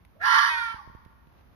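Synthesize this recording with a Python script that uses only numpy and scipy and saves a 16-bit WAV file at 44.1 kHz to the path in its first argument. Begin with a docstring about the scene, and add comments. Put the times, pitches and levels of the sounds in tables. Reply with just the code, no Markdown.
"""A street at night, heard from a balcony: a fox screams once over the quiet rumble of distant traffic.
Its voice slides up into a harsh rasp as the vocal folds slap unevenly, then clears into a sinking tone.
A second, slower vibration of the throat adds extra tones around it, and the house fronts echo it all.
The hand that holds the phone makes a few light ticks and soft bumps, and a sleeve rustles faintly."""
import sys
import numpy as np
from scipy import signal
from scipy.fft import rfft, irfft, next_fast_len
from scipy.io import wavfile
from scipy.ndimage import uniform_filter1d, map_coordinates

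SR = 44100
rng = np.random.default_rng(int(sys.argv[2]) if len(sys.argv) > 2 else 0)


def to_wav(sig):
    """Store sig (one row per channel, or 1-D mono) as 16-bit WAV at the path in sys.argv[1].

    Samples outside -1..1 are clipped; the rate is SR.
    """
    pcm = np.clip(np.atleast_2d(sig), -1, 1) * 32767
    pcm = np.round(pcm).astype(np.int16)
    wavfile.write(sys.argv[1], SR, pcm.T)  # frames by channels


N = 68355


def undb(db):
    """Turn decibels into a factor to multiply by."""
    return 10 ** (np.asarray(db) / 20)


def unit(x):
    """Scale a signal to an average strength (rms) of 1."""
    return x / np.sqrt(np.mean(x ** 2))


def curve(table, column=1):
    """One column of a table, joined by straight lines in time."""
    rows = np.array(table)
    return np.interp(np.arange(N) / SR, rows[:, 0], rows[:, column])


def envelope(table):
    """Loudness over time from rows of time_s, level_db, easing into silence outside them."""
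    t = np.arange(N) / SR
    sounding = 1. * (t > table[0][0]) * (t < table[-1][0])
    return undb(curve(table)) * uniform_filter1d(sounding, size=600)


def db_at(hz, points):
    """Read decibels at any frequency from rows of frequency_hz, gain_db."""
    rows = np.array(points)
    return np.interp(np.log(hz + 1), np.log(rows[:, 0]), rows[:, 1])


def colour(x, points):
    """Make some frequencies louder and others softer, by rows of frequency_hz, gain_db."""
    size = 2 * next_fast_len(N)
    hz = np.arange(size // 2 + 1) * SR / size
    cepstrum = irfft(np.log(undb(db_at(hz, points))))
    # Fold onto the first half, so the filter rings only after a sound, never before it.
    cepstrum[1:size // 2] *= 2
    cepstrum[size // 2 + 1:] = 0
    return irfft(rfft(x, size) * np.exp(rfft(cepstrum)))[..., :N]


def wander(rate_hz):
    """A smooth random drift with a typical size of 1."""
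    steps = rng.standard_normal(N // 10)
    return unit(np.interp(np.arange(N) / SR * rate_hz, np.arange(len(steps)), steps))


def fade(start_s, fade_s):
    """Jump to 1 at start_s, then die away by 60 dB every fade_s."""
    age = np.arange(N) / SR - start_s
    return (age >= 0) * np.exp(-np.log(1000) * np.maximum(age, 0) / fade_s)


def pan(left_minus_right_db):
    """Factors for the left and right sides."""
    return undb(np.array([[left_minus_right_db], [-left_minus_right_db]]) / 2)


def shaky_phase(pitch_hz, shake):
    """The angle of a vibration whose pitch trembles by the share `shake`."""
    return 2 * np.pi * np.cumsum(pitch_hz * (1 + shake * wander(rate_hz=700))) / SR


def town():
    """Distant traffic: a slowly swelling rumble, alike on both sides in the bass, with a thin hiss."""
    # Colour of the traffic: frequency_hz, gain_db
    traffic_colour = [(22, -57.5), (32, -13), (42, -6.5), (55, 5), (80, -1), (130, -9.5), (220, -11.5),
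                      (450, -22.5), (1000, -22.5), (1700, -28), (3000, -35), (6000, -45.5), (10500, -43),
                      (15000, -47)]
    level_db, drift_db, rise_db_per_s, wide_above_hz = -56, .7, 1, 113
    middle, side = colour(rng.standard_normal((2, N)), traffic_colour)
    side = signal.sosfilt(signal.butter(1, wide_above_hz, "high", fs=SR, output="sos"), side)
    swell_db = drift_db * wander(rate_hz=1.1) + rise_db_per_s * (np.arange(N) - N / 2) / SR
    return unit(np.array([middle + side, middle - side])) * undb(level_db + swell_db) * pan(-2)


def hand_ticks():
    """The hand makes light ticks on the phone, each a tiny burst of noise."""
    # The ticks, each played at half this strength: start_s, level_db
    ticks = [(0.05, -45.5), (.949, -53), (1.05, -46), (1.271, -55.5)]
    # Colour of a tick: frequency_hz, gain_db
    tick_colour = [(1200, -1), (1900, 5.5), (3500, -2.5), (6000, -14), (10000, -3.5), (15000, -32)]
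    out = np.zeros((2, N))
    for start_s, level_db in ticks:
        noise = unit(colour(rng.standard_normal((2, N)), tick_colour))
        out += undb(level_db) / 2 * noise * fade(start_s, fade_s=.02)
    return out


def fox_tone():
    """The vocal folds slide up on a pure note, then buzz; a second vibration adds side tones and a moan."""
    # Pitch of the vocal folds: time_s, pitch_hz
    fold_pitch = [(.14, 440), (.17, 595.3), (.2, 640.7), (.225, 776.6), (.255, 865.2), (.33, 896),
                  (.42, 907.5), (.46, 928.7), (.487, 966), (.52, 945.5), (.555, 926.6), (.59, 926.8),
                  (.66, 911), (.73, 887), (.78, 857), (.815, 817)]
    # The throat's second vibration, briefly at two thirds of the folds' pitch:
    # time_s, pitch_hz, depth (0-1), overtone_share (0-1)
    throat = [(.22, 516, .2, .5), (.29, 508.5, .3, .5), (.32, 501.6, 0.6, .3), (.4, 497, 0.5, .3),
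              (.43, 505, 0.4, .5), (.485, 562.2, .15, .5), (.507, 621.3, 1, .6), (.542, 623, 0.8, .55),
              (.555, 579.4, 0.4, .3), (.58, 562, 0.8, .25), (.605, 505.8, 0.4, .2), (.635, 474.3, .7, .2),
              (.655, 495.2, 0.6, .3), (.71, 483.2, 1, .25), (.77, 402, .7, .2), (.788, 301.9, 1, .1),
              (.815, 314, 1, .1)]
    # How much the two pitches tremble: time_s, fold_share, throat_share
    shake = [(.17, 0.0595, 0.065), (.26, .022, 0.059), (.45, .022, 0.08), (.505, 0.005, .005),
             (.54, 0.0033, .005), (.57, 0.016, 0.037), (.72, 0.021, 0.049), (.8, .018, 0.045)]
    # How throat and mouth colour the buzz: frequency_hz, gain_db
    buzz_colour = [(200, -70), (480, -29), (620, -34), (780, -15.5), (930, -2), (1130, -12), (1260, -8.5),
                   (1420, 11.5), (1600, -5.5), (1880, 4), (2250, 2.5), (2500, -4), (2800, -29.5),
                   (3150, -4), (3470, -11), (3750, -16.5), (4100, -18), (5500, -27), (7000, -35.5),
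                   (10500, -33), (11800, -52.5), (15000, -56.5)]
    # Loudness of the buzz with its side tones: time_s, level_db
    buzz_level = [(.2, -56.5), (.228, -41), (.28, -39.5), (.35, -25.5), (.44, -34), (.49, -26), (.52, -25),
                  (.6, -27), (.715, -37.5), (.765, -55), (.81, -62.5), (.828, -64.5)]
    # Loudness of the pure note at the folds' pitch: time_s, level_db
    note_level = [(.13, -91.5), (.165, -56.5), (.195, -58.5), (.22, -44), (.275, -34.5), (.4, -32.5),
                  (.5, -52), (.72, -47), (.795, -58.5), (.82, -51.5)]
    # Loudness of the low moan at the second vibration's pitch: time_s, level_db
    moan_level = [(.21, -53), (.27, -73), (.36, -70), (.52, -53), (.6, -66)]
    # Loudness of the side tone at the two pitches added together: time_s, level_db
    sum_level = [(.28, -44.5), (.32, -26), (.395, -26.5), (.45, -52), (.776, -59), (.788, -43.5),
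                 (.812, -51.5), (.826, -71)]
    fold_shake, throat_shake = curve(shake), curve(shake, column=2)
    depth, overtone_share = curve(throat, column=2), curve(throat, column=3)
    fold_phase = shaky_phase(curve(fold_pitch), fold_shake)
    throat_phase = shaky_phase(curve(throat), throat_shake)
    buzz = sum(np.cos(k * fold_phase) for k in range(1, 17))
    side_tones = sum(np.cos(k * fold_phase + throat_phase)
                     + overtone_share * np.cos(k * fold_phase + 2 * throat_phase) for k in range(16))
    voice = unit(colour(buzz + depth * side_tones, buzz_colour)) * envelope(buzz_level)
    note = unit(np.sin(fold_phase)) * envelope(note_level)
    moan = unit(np.sin(throat_phase)) * envelope(moan_level)
    sum_phase = shaky_phase(curve(fold_pitch) + curve(throat), fold_shake)
    sum_tone = unit(np.sin(sum_phase)) * envelope(sum_level)
    flutter_db = 31.5 * fold_shake * wander(rate_hz=230)  # a shakier pitch shakes the loudness too
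    return (voice + note + moan + sum_tone) * undb(flutter_db)


def fox_rasp():
    """Uneven slaps of the vocal folds, each with a puff of air, ring the throat and the opening mouth."""
    # How throat and mouth colour the rasp: frequency_hz, gain_db
    rasp_colour = [(250, -44), (450, -54.5), (610, -19), (790, -47), (900, -10), (1080, 5), (1175, -2.5),
                   (1260, -13.5), (1400, 1), (1540, -8), (1680, 1.5), (2000, -1.5), (2150, -8.5),
                   (2650, -28.5), (2900, -19), (3070, -7.5), (3250, -15.5), (3500, -14.5), (4050, -25),
                   (4280, -13), (4520, -27.5), (4750, -11.5), (5050, -22), (5900, -21.5), (7000, -53),
                   (10700, -35), (12200, -53.5), (14500, -50)]
    # The ringing rises as the jaws part and sinks as they close: time_s, share_of_full_frequency
    jaws = [(.2, 0.9), (.25, 0.98), (.33, 1), (.45, 1), (.72, 0.97), (.8, 0.9)]
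    # Loudness of the rasp: time_s, level_db
    rasp_level = [(.21, -60), (.232, -37), (.258, -23.5), (.32, -18), (.39, -18.5), (.465, -22),
                  (.495, -24.5), (.514, -50.5), (.545, -44.5), (.565, -37), (.72, -47.5), (.78, -47)]
    # One sharp ring that stands out while the mouth opens: frequency_hz, gain_db
    ring_colour = [(600, -40), (1200, -21.5), (1530, -16), (1670, 6.5), (1780, -5), (2050, -11),
                   (2600, -29.5), (12000, -53.5)]
    # Loudness of that ring: time_s, level_db
    ring_level = [(.198, -61), (.215, -31.5), (.24, -22.5), (.29, -25.5), (.36, -70)]
    slap_rate_hz, gap_spread, slap_spread_db = 310, .3, 1.5
    puff_s, air_db = .0033, -2
    gap_chance, strength_chance = rng.standard_normal((N // 40, 2)).T
    slap_at = (np.cumsum(np.exp(gap_spread * gap_chance)) * SR / slap_rate_hz).astype(int)
    inside = slap_at < N
    slaps = np.zeros(N)
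    slaps[slap_at[inside]] = undb(-slap_spread_db * np.tanh(strength_chance[inside]))
    puff = fade(0, np.log(1000) * puff_s)  # falls to about a third in puff_s
    air = signal.fftconvolve(slaps, puff)[:N] * rng.standard_normal(N)
    source = unit(slaps) + undb(air_db) * unit(air)
    read_at = np.cumsum(curve(jaws))  # reading the sound more slowly lowers all its frequencies
    rasp = map_coordinates(colour(source, rasp_colour), [read_at], order=5, mode="mirror")
    ring = unit(colour(source, ring_colour))
    return unit(rasp) * envelope(rasp_level) + ring * envelope(ring_level)


def street_echoes(voice):
    """Nearby walls scatter the voice briefly; house fronts give a long echo whose treble dies first."""
    # Colour of the long echo: frequency_hz, gain_db
    echo_colour = [(500, -2.5), (950, 0), (1500, -6.5), (2500, -10), (5000, 5.5), (12000, 19.5)]
    longest_fade_s, damping_per_khz, build_s = 1.984, .3, .0069
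    near_gain_db, far_gain_db = -6, -17.5
    band_edges_hz = [100, 700, 1400, 2800, 5600, 16000]
    t, tail = np.arange(N) / SR, 0
    for low, high in zip(band_edges_hz, band_edges_hz[1:]):
        band_filter = signal.butter(2, [low, high], "band", fs=SR, output="sos")
        band = signal.sosfilt(band_filter, rng.standard_normal((2, N)))
        centre_khz = np.sqrt(low * high) / 1000
        tail = tail + band * fade(0, longest_fade_s / (1 + damping_per_khz * centre_khz))
    build_up = 1 - np.exp(-t / build_s)
    far = undb(far_gain_db) * colour(unit(tail * build_up), echo_colour)
    near = undb(near_gain_db) * unit(rng.standard_normal((2, N)) * fade(0, fade_s=.17))
    return [signal.fftconvolve(voice[None], walls / np.sqrt(N), axes=1)[:, :N] for walls in (near, far)]


def fox():
    """The scream reaches the two microphone openings with different colour and delay, then echoes."""
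    # How far the right opening lags behind the left: frequency_hz, lag_radians
    right_lag = [(620, 1), (950, 0.9), (1290, 6.5), (1480, 4), (1810, 8.5), (3010, 13), (4650, 35.5),
                 (5510, 37.5), (7000, 28.5), (15000, 33)]
    # Which side hears the scream louder: frequency_hz, left_minus_right_db
    balance = [(620, -2.5), (800, -4.5), (1100, -12.5), (1250, -12.5), (1400, -15.5), (1600, -1.5),
               (1900, -9), (2700, 4), (3300, -1), (3900, -11), (5500, -5), (6300, -8.5), (10500, 14.5),
               (14000, 2)]
    voice = fox_tone() + fox_rasp()
    near, far = street_echoes(voice)
    hz = np.arange(N + 1) * SR / (2 * N)
    lag_radians = np.interp(hz, *np.array(right_lag).T)
    right = irfft(rfft(voice, 2 * N) * np.exp(-1j * lag_radians))[:N]
    both_sides = np.array([voice, right]) + near
    balance_db = db_at(hz, balance)
    side_gains = undb(np.array([balance_db, -balance_db]) / 2)
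    return irfft(rfft(both_sides, 2 * N) * side_gains)[:, :N] + far


def hand_bumps():
    """Dull knocks of the hand make the phone's body ring briefly."""
    # The bumps: start_s, level_db, pitch_hz, left_minus_right_db
    bumps = [(0.743, -41, 88, -24), (0.874, -43, 85.4, -26), (0.898, -47, 123, -22),
             (.949, -37.5, 89.3, -20), (1.061, -44, 95.6, -23), (1.271, -52.5, 142.3, -25)]
    knock_top_hz, knock_gain_db = 550, 1.5
    dull = signal.butter(3, knock_top_hz, fs=SR, output="sos")
    t, out = np.arange(N) / SR, np.zeros((2, N))
    for start_s, level_db, pitch_hz, left_minus_right_db in bumps:
        push = np.cos(np.pi * knock_top_hz * (t - start_s)) * fade(start_s, fade_s=.0048)
        knock = signal.sosfilt(dull, push) * undb(knock_gain_db)
        ring = np.sin(2 * np.pi * pitch_hz * (t - start_s)) * fade(start_s, fade_s=.04)
        out += pan(left_minus_right_db) * undb(level_db) * (ring - knock)
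    return out


def sleeve():
    """Cloth brushes faintly near the phone, making a soft, fluttering noise."""
    # Colour of the rustle: frequency_hz, gain_db
    rustle_colour = [(150, -3), (300, 1.5), (1000, 4.5), (2000, -6), (14000, -30.5)]
    # Loudness of the rustle: time_s, level_db
    rustle_level = [(1.24, -75), (1.39, -59.5), (1.46, -66), (1.55, -64)]
    noise = unit(colour(rng.standard_normal((2, N)), rustle_colour))
    flutter_db = 1.94 * wander(rate_hz=190)
    return noise * envelope(rustle_level) * undb(flutter_db)


def scene():
    """Fox, hand, town and sleeve together."""
    return fox() + hand_bumps() + hand_ticks() + town() + sleeve()


def record(dry):
    """The phone drops a band of the treble, thins the deep bass and cuts the very top."""
    # The phone's dead band in the treble: frequency_hz, gain_db
    dead_band = [(6200, -2), (6800, -6), (7200, -28), (9000, -27.5), (9700, -7), (10200, -1), (14500, 3),
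                 (15700, -17.5)]
    low_cut_hz, top_hz = 18, 15600
    bass_cut = signal.butter(3, low_cut_hz, "high", fs=SR, output="sos")
    top_cut = signal.ellip(10, .2, 80, top_hz, fs=SR, output="sos")
    thinned = signal.sosfilt(bass_cut, colour(dry, dead_band))
    return signal.sosfilt(top_cut, thinned)


dry = scene()
out = record(dry)
to_wav(out)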